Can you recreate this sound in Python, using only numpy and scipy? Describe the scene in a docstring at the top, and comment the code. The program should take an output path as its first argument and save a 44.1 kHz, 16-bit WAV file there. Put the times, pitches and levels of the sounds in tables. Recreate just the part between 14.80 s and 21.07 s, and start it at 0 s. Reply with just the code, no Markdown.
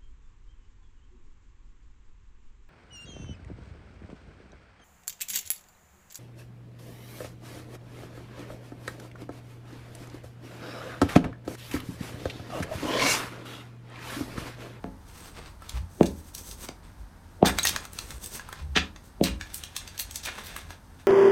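"""Boots stamping on soft food

Platform boots stamp on soft food on a wooden floor in a small room, then grind it and tread on paper.
Each stamp sends a bending wave through the boards, and the floor flexes under the weight. The mush
squirts out, air pockets pop in it, and the twisting sole squeaks and smears it with a fine wet crackle.
Last, the paper crinkles and peels off the boot. A faint rumble and hiss lie under it all."""
import sys
import numpy as np
from scipy import signal
from scipy.fft import rfft, irfft, next_fast_len
from scipy.io import wavfile

SR = 44100
rng = np.random.default_rng(int(sys.argv[2]) if len(sys.argv) > 2 else 0)


def inscribe(sig):
    """Save sig as 16-bit PCM at rate SR to the path in sys.argv[1].

    A 1-D sig is mono; a 2-D sig holds one channel per row.
    Samples are clipped to [-1, 1] before scaling.
    """
    pcm = np.round(np.clip(np.atleast_2d(sig).T, -1, 1) * 32767)
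    wavfile.write(sys.argv[1], SR, pcm.astype(np.int16))


N = 276507
TIME = np.arange(N) / SR


def stamps(travel_s=0.003005, bass_hz=175, dip_hz=520, dip_db=-5, crack_hz=2800, rattle_db=-20,
           rattle_s=0.012, touch_db=-24, touch_s=0.0081, squash_db=-33, squash_s=0.011):
    """A blow spreads through the boards as a bending wave, treble first, and leaves them ringing."""
    # sole or heel lands: (time [s], level [dB], pitch [Hz], ringing [dB], softness [no unit], crack [dB])
    blows = [(0.04, -29, 730, -9, 1.34, -55), (1.2071, -2, 547, -24.5, 3.17, -43),
             (1.8875, -29, 804, -45, 2.6, -26), (2.6252, -1.5, 756, -22.5, 5, -39.5),
             (3.961, -19, 506, -13.5, 3.9, -38.5), (4.4095, -9.5, 615, -16, 5.8, -39.5)]
    # the notes the floorboards ring at: (pitch [Hz], level [dB], time to fade by 60 dB [s])
    board_notes = [(78.6, 6.5, 0.8), (174, 4.5, 0.33), (196, -1, 0.54), (262, -1.5, 0.33),
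                   (310.7, -10, 0.68), (434.6, -1.5, 0.22), (498, -11, 0.435), (553.5, -6, 0.35),
                   (692, 4.5, 0.15), (726, -29, 0.098), (864, -5.5, 0.5)]
    out, size, lead_s = np.zeros(N), 32768, 0.03
    hz, t = np.arange(size // 2 + 1) * SR / size + 1, TIME[:size]
    bending = np.exp(-4j * np.pi * travel_s * np.sqrt(1000 * hz) - 2j * np.pi * hz * lead_s)

    def noise(spectrum):
        return rms_one(irfft(spectrum * np.exp(2j * np.pi * rng.random(len(hz)))))
    for s, level_db, pitch, ring_db, softness, crack_db in blows:
        shape = (hz / bass_hz) ** 2.635 / (1 + (hz / bass_hz) ** 3)   # small planks give little bass
        shape /= (1 + (hz / pitch) ** (2 * softness)) ** 0.59   # a soft landing cuts the treble
        shape *= from_db(dip_db * bump(hz, dip_hz, dip_hz / 4))   # two board notes partly cancel here
        shape += from_db(crack_db) * bump(hz, crack_hz, crack_hz) ** 2
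        wave = shape / shape.max() * bending
        knock = irfft(wave)
        knock /= np.abs(knock).max()
        notes = sum(from_db(db + rng.normal(0, 1) - 60 * t / fade_s) * np.cos(2 * np.pi * note_hz * t)
                    for note_hz, db, fade_s in board_notes)
        ringing = irfft(wave * rfft(notes))
        # the wave comes back from the ends of the planks
        rattle = noise(shape) * t / rattle_s * np.exp(1 - t / rattle_s)
        # the soft food gives way just before the sole meets wood
        squash = noise(shape) * np.exp(-np.abs(t - 2 * lead_s) / squash_s)
        add(out, s - 2 * lead_s, from_db(level_db + squash_db) * squash)
        add(out, s - lead_s - touch_s, from_db(level_db + touch_db) * knock)   # a light first touch
        add(out, s - lead_s, from_db(level_db) * (knock + from_db(ring_db) * ringing))
        add(out, s + travel_s, from_db(level_db + rattle_db) * rattle)
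    return out


def pops(gain_db=-12.5, ring_db=4, cavity_db=8.5, cavity_width_hz=110, rise_s=0.0006, fall_s=0.0019,
         stretch_db=-19, stretch_s=0.01, delay_s=0.0019):
    """Each air pocket stretches, tears in a cluster of clicks and rings at a pitch set by its size."""
    # air pockets and crumbs burst: (time [s], level [dB], pitch [Hz], treble [dB])
    bursts = [(0.658, -31, 2450, -39), (0.819, -26, 1320, -5), (0.8926, -17.5, 3320, -11),
              (1.229, -15.5, 2760, -16), (1.5481, -16.5, 5700, -6), (1.579, -23.5, 5750, -10),
              (1.711, -23.5, 4140, -16), (1.886, -19, 2290, -21), (2.6472, -6.5, 1220, -41),
              (2.68, -26, 8500, 5), (2.785, -3, 2410, -12.5), (2.83, -9, 6640, -12), (2.8506, -3, 2570, -4),
              (2.8698, -1.5, 4250, -15.5), (2.891, -6.5, 3200, -8), (2.9607, -6.5, 1940, -15.5),
              (3.0509, -20.5, 2160, -12), (3.131, -24.5, 7840, 3), (3.1868, -11.5, 3350, -12.5),
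              (3.3044, -20.5, 3460, -12), (3.44, -18.5, 8170, -9), (3.459, -17.5, 8100, -2),
              (3.5943, -18.5, 1640, -26), (3.687, -20.5, 1280, -3), (3.726, -17, 1580, -11),
              (3.9618, -5, 2880, -52), (3.9715, -11, 2740, -55), (4.16, -27, 2040, -26),
              (4.4367, -7, 4480, -9), (4.6098, -15, 2266, -23), (4.719, -37, 4580, -36.5),
              (4.742, -13.5, 8750, -3), (4.8357, -16, 3190, -14.5), (4.9635, -10, 4000, -12.5),
              (5.0753, -21.5, 4700, -16), (5.177, -20, 4530, -13), (5.1952, -11.5, 5010, -22),
              (5.309, -20.5, 6560, -9), (5.3565, -12.5, 6800, -6.5), (5.457, -13.5, 2420, -10),
              (5.7622, -15, 1950, -5), (5.904, -20.5, 1650, -16)]
    out, lead_s = np.zeros(N), 0.015
    t = TIME[:SR // 12] - lead_s
    tear = np.exp(np.minimum(t / rise_s, -t / fall_s))
    tear += from_db(stretch_db) * np.exp(-np.abs(t) / stretch_s)
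    tear_rms = np.sqrt(np.mean(tear ** 2))
    for s, level_db, ring_hz, treble_db in bursts:
        body_db = 1 - 16 * np.log2(ring_hz / 2860)   # a smaller pocket rings higher and has less body
        outline = [(100, body_db - 18), (600, body_db - 8), (1300, body_db), (3000, -1), (6500, 0.49),
                   (11000, treble_db + 4), (16000, treble_db - 1)]

        def tone(hz):
            ring = ring_db * bump(hz, ring_hz, ring_hz) + cavity_db * bump(hz, ring_hz, cavity_width_hz)
            return at_hz(outline, hz) + ring + resonances_db(hz)
        burst = colour(tear * grains(len(t), per_s=14000, spread_db=3), tone)
        add(out, s + delay_s - lead_s, from_db(level_db + gain_db) * tear_rms * burst)
    return out


def squirts(fall_s=0.0067, even_hz=3400, focus_db=9):
    """Mush shoots out in a dense rush of tiny wet bursts, over within a few hundredths of a second."""
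    # mush squirts, scuffs or tears loose:
    # (time [s], level [dB], rise [s], hold [s], centre pitch [Hz], highest treble [dB])
    spurts = [(0.572, -45.5, 0.012, 0.013, 655, -10), (1.256, -35, 0.0041, 0.0045, 5450, -16),
              (2.652, -27, 0.0029, 0.044, 1680, -1), (2.653, -23.5, 0.0043, 0.019, 4260, -12.5),
              (2.851, -28, 0.003, 0.035, 4340, -9), (3.952, -19, 0.023, 0.0037, 2420, -31.5),
              (4.433, -30, 0.0071, 0.0069, 5660, -20), (4.445, -34.5, 0.0091, 0.031, 2500, -13),
              (4.737, -45, 0.005, 0.044, 7760, -5), (5.19, -32.5, 0.0016, 0.015, 11400, -10),
              (5.339, -41, 0.014, .008, 6500, -12), (5.425, -36, 0.024, 0.005, 4680, -10),
              (5.465, -32, 0.012, 0.01, 2110, -25), (5.577, -34.5, 0.0035, 0.0048, 1590, -34),
              (5.631, -44, 0.022, 0.019, 4130, -1)]
    out, t = np.zeros(N), TIME[:SR // 4]
    for s, level_db, rise_s, hold_s, centre_hz, treble_db in spurts:
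        tilt_db_per_octave = 4 * np.log2(centre_hz / even_hz)   # higher squirts lean towards the treble

        def tone(hz):
            focus = focus_db * bump(hz, centre_hz, centre_hz)
            octaves = np.log2(np.maximum(hz, centre_hz / 2) / centre_hz)
            ends = at_hz([(100, -20), (600, 0), (5000, 0), (16000, treble_db)], hz)
            return focus + tilt_db_per_octave * octaves + ends + resonances_db(hz)
        swell = np.minimum(t / rise_s, 1) ** 0.82
        fade = np.exp(-np.maximum(t - rise_s - hold_s, 0) / fall_s)
        clicks = grains(len(t), per_s=5000, spread_db=4) * from_db(drift(per_s=315)[:len(t)])
        add(out, s, from_db(level_db) * swell * fade * colour(clicks, tone))
    return out


def floor_flexes(swell_s=0.02, octave_db=-14):
    """The floor gives under the weight and swings a few times at its two lowest notes."""
    # the weight shifts: (time [s], level [dB], pitch [Hz])
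    shifts = [(0.927, -25.5, 60.3), (0.986, -34, 86.3), (1.249, -36, 64), (2.18, -38, 51.2),
              (2.655, -30.5, 60.7), (3.311, -40, 58), (3.806, -29.5, 73.3), (3.867, -30, 67.8),
              (3.949, -31, 76.3), (4.48, -29, 58.5), (5.815, -42, 78)]
    out, t = np.zeros(N), TIME[:SR // 2]
    swell = (t / (2 * swell_s)) ** 2 * np.exp(2 - t / swell_s)
    for s, level_db, hz in shifts:
        swings = np.sin(2 * np.pi * hz * t) + from_db(octave_db) * np.sin(4 * np.pi * hz * t)
        add(out, s, from_db(level_db) * swings * swell)
    return out


def squeaks(waver=0.03, waver_per_s=500, rough_db=3):
    """The wet sole sticks and slips, making brief whistles of unsteady pitch and strength."""
    # the sole slips: (time [s], level [dB], pitch [Hz], length [s])
    slips = [(2.677, -32, 8300, 0.011), (2.792, -25, 3940, 0.0072), (2.8335, -27, 6380, 0.012),
             (2.846, -28, 1894, 0.0185)]
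    out = np.zeros(N)
    for s, level_db, hz, length_s in slips:
        size = round(length_s * SR)
        pitch = hz * (1 + waver * drift(waver_per_s)[:size])
        whistle = np.sin(2 * np.pi * np.cumsum(pitch) / SR)
        whistle *= from_db(rough_db * drift(waver_per_s)[:size])
        add(out, s, from_db(level_db) * rms_one(whistle * signal.windows.tukey(size)))
    return out


def grinding(crackle_db=-5.5, rub_db=2, crumb_db=-4, rest_db=-72, swell_db=4, catch_db=2.7):
    """The sole drags through the mush: fine crackle and sizzle over a duller rub, and crumbs give way."""
    # the sole slides or twists: (time [s], length [s], level [dB], wetness [dB])
    smears = [(0.249, 0.25, -57.5, -1.5), (0.504, .17, -60.5, -9), (0.795, 0.18, -60, -6.5),
              (1.09, 0.31, -70.5, 11), (1.4, 0.092, -61, 5), (1.533, 0.2, -54.5, 6),
              (1.757, 0.091, -49.5, 2), (1.88, 0.74, -107, -15), (2.018, 0.016, -54, -8),
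              (2.722, 0.33, -51.5, -4), (3.086, 0.29, -54, -0.5), (3.389, 0.083, -51.5, 5.5),
              (3.482, 0.079, -46, 3), (3.544, 0.28, -65.5, -11), (4.208, 0.054, -65, 3.5)]
    # the tone of the wet sizzle, the crackle and the rub: (frequency [Hz], level [dB])
    sizzle_tone = [(3000, -14), (6000, -3), (8500, -6), (13000, -11), (16000, -13.5)]
    crackle_tone = [(500, 23), (1500, -35.5), (3000, 6), (6000, -5), (8500, 10.5), (12000, -10),
                    (16000, -51)]
    rub_tone = [(150, 8.5), (300, -4), (600, -4), (1000, 0.5), (1700, -2.5), (2600, -5), (5000, -8.5),
                (16000, -39)]
    push, wet_push, dry_push = np.full((3, N), from_db(rest_db))
    for s, length_s, level_db, wetness_db in smears:
        progress = np.clip((TIME - s) / length_s, 0, 1)
        effort = from_db(level_db + swell_db * (progress - 0.5))   # the push grows through each stroke
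        effort *= stroke(s, length_s, rise_s=0.051, fall_s=0.017)
        push += effort
        wet_push += effort * from_db(wetness_db)   # wetter mush sizzles more and rubs less
        dry_push += effort * from_db(-wetness_db)
    clumps = from_db(drift(per_s=90) + catch_db * drift(per_s=24.48))   # the sole catches and slips
    sizzle = resonate(clumps * grains(N, per_s=5500, spread_db=2.5), sizzle_tone)
    crackle = resonate(clumps * grains(N, per_s=3000, spread_db=3), crackle_tone)
    rub = colour(clumps * grains(N, per_s=4100, spread_db=4), lambda hz: at_hz(rub_tone, hz))
    crumbs = resonate(grains(N, per_s=70, spread_db=3), crackle_tone)
    crunch = from_db(crackle_db) * crackle + from_db(crumb_db) * crumbs
    return wet_push * sizzle + dry_push * from_db(rub_db) * rub + push * crunch


def paper(clump_db=3.5):
    """Soggy paper creases in uneven clusters while the sole moves on it."""
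    # the sole presses on the paper and peels off it: (time [s], length [s], level [dB])
    crumples = [(4.593, .83, -55), (5.468, 0.32, -46.5), (5.781, 0.16, -51.5), (6.183, 0.026, -50)]
    # the tone of the creasing: (frequency [Hz], level [dB])
    paper_tone = [(200, 2.5), (700, 0.5), (1100, -4), (1600, 1), (3500, -4.5), (6000, -8.5), (9000, -14),
                  (13000, -21), (16000, -25)]
    push = sum(from_db(level_db) * stroke(s, length_s, rise_s=0.0083, fall_s=0.012)
               for s, length_s, level_db in crumples)
    creases = grains(N, per_s=3500, spread_db=2.5) * from_db(clump_db * drift(per_s=70))
    return push * resonate(creases, paper_tone)


def resonances_db(hz):
    """Fixed peaks and dips that give the wet sounds and the paper a slightly ringing colour."""
    # peaks and dips in the tone: (centre [Hz], width [Hz], boost [dB])
    resonances = [(1120, 49, 0.5), (1668, 170, 3.5), (2040, 130, 0.5), (2420, 41, 4.5), (2675, 57, 4.5),
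                  (3590, 630, 5), (5270, 680, -2.5), (6120, 920, 3), (7200, 210, -5), (8220, 410, 7.5),
                  (12560, 3800, 5)]
    return sum(db * bump(hz, centre, width) for centre, width, db in resonances)


def resonate(clicks, tone):
    """Give clicks their own tone plus the slightly ringing colour."""
    return colour(clicks, lambda hz: at_hz(tone, hz) + resonances_db(hz))


def room(sound, build_s=0.0084):
    """The blurred echoes of a small room, dying sooner in the treble."""
    # how long the echoes last: (frequency [Hz], time to fade by 60 dB [s])
    fade_times = [(100, 0.59), (300, 0.31), (800, 0.31), (2500, 0.2), (7000, 0.23), (15000, 0.075)]
    t, edges = TIME[:SR * 3 // 5], np.geomspace(40, 18000, 11)
    echoes, build_up = np.zeros(len(t)), np.minimum(t / build_s, 1) ** 2
    for low, high in zip(edges, edges[1:]):
        band = signal.butter(2, [low, high], "band", fs=SR, output="sos")
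        noise = signal.sosfilt(band, rng.standard_normal(len(t)))
        fade = from_db(-60 * t / at_hz(fade_times, np.sqrt(low * high)))
        echoes += rms_one(noise * fade * build_up) * np.sqrt(2 * (high - low) / SR / len(t))
    return signal.fftconvolve(sound, echoes)[:N]


def background(rumble_db=-49, hiss_db=-63.5, air_db=-59.5):
    """Low rumble, a faint even hiss and dull room noise."""
    # the tone of each steady noise: (frequency [Hz], level [dB])
    rumble_tone = [(15, -30), (30, -11), (50, 4.5), (64, -10), (82, 1.5), (120, -12), (180, -13.5),
                   (300, -18.5), (600, -52.5), (2000, -68)]
    hiss_tone = [(120, -33), (200, -1), (394, -28.5), (899, -3), (2700, -48), (6400, -72), (7410, -58),
                 (8270, -25), (14600, -29), (16000, -72)]
    air_tone = [(150, -0.5), (600, 2), (1600, -0.5), (2600, -12), (5000, -12), (16000, -31)]
    return sum(from_db(db) * colour(rng.standard_normal(N), lambda hz: at_hz(tone, hz))
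               for db, tone in [(rumble_db, rumble_tone), (hiss_db, hiss_tone), (air_db, air_tone)])


def grains(size, per_s, spread_db):
    """Tiny clicks at random moments, a few much louder than the rest."""
    happens = rng.random(size) < per_s / SR
    signs = rng.choice([-1, 1], size)
    return happens * signs * from_db(spread_db * np.minimum(rng.exponential(1, size), 4))


def stroke(s, length_s, rise_s, fall_s):
    """One movement of the foot: its strength rises, holds and falls away."""
    t = TIME - s
    return np.clip(t / rise_s, 0, 1) * np.exp(-np.clip((t - length_s) / fall_s, 0, 20))


def drift(per_s):
    """Glide to a new random value per_s times a second."""
    values = rng.standard_normal(4096)
    return np.interp(TIME * per_s, np.arange(len(values)), values)


def colour(sound, db_at):
    """Turn each frequency up or down by db_at(Hz), then scale to an average strength of 1."""
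    size = 2 * next_fast_len(len(sound) // 2 + 1)
    hz = np.arange(size // 2 + 1) * SR / size
    cepstrum = irfft(np.log(from_db(db_at(hz))))
    # folding onto the first half makes the filter ring after each click, never before it
    cepstrum[1:size // 2] *= 2
    cepstrum[size // 2 + 1:] = 0
    return rms_one(irfft(rfft(sound, size) * np.exp(rfft(cepstrum)))[:len(sound)])


def bump(hz, centre, width):
    """A smooth hill around one frequency, 1 at the top."""
    return 1 / (1 + (2 * (hz - centre) / width) ** 2)


def at_hz(points, hz):
    """Read between the rows of a (frequency, value) table, with octaves evenly spaced."""
    frequencies, values = np.transpose(points)
    return np.interp(np.log(hz + 1), np.log(frequencies), values)


def from_db(db):
    """Turn decibels into a multiplier."""
    return 10 ** (np.asarray(db) / 20)


def rms_one(sound):
    """Scale to an average strength (rms) of 1."""
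    return sound / np.sqrt(np.mean(sound ** 2) + 1e-20)


def add(out, s, sound):
    """Mix a sound in at s seconds."""
    start = max(round(s * SR), 0)
    out[start:start + len(sound)] += sound[:N - start]


def scene(stamp_room_db=-12, near_room_db=-8, far_room_db=-4):
    """Mix everything; the boots step away, so the later mush and paper sounds carry more echo."""
    boards = stamps()
    underfoot = squirts() + pops() + squeaks() + grinding() + paper()
    echo_share = from_db(np.interp(TIME, [3.6, 4.4], [near_room_db, far_room_db]))
    echoes = room(from_db(stamp_room_db) * boards + echo_share * underfoot)
    return (boards + underfoot + floor_flexes() + echoes + background())[None]


def record(dry, cutoff_hz=16100):
    """Flatten peaks that pass full scale and cut the highest treble."""
    treble_cut = signal.ellip(10, 0.1, 80, cutoff_hz, fs=SR, output="sos")
    return signal.sosfilt(treble_cut, np.clip(dry, -1, 1))


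dry = scene()
out = record(dry)
inscribe(out)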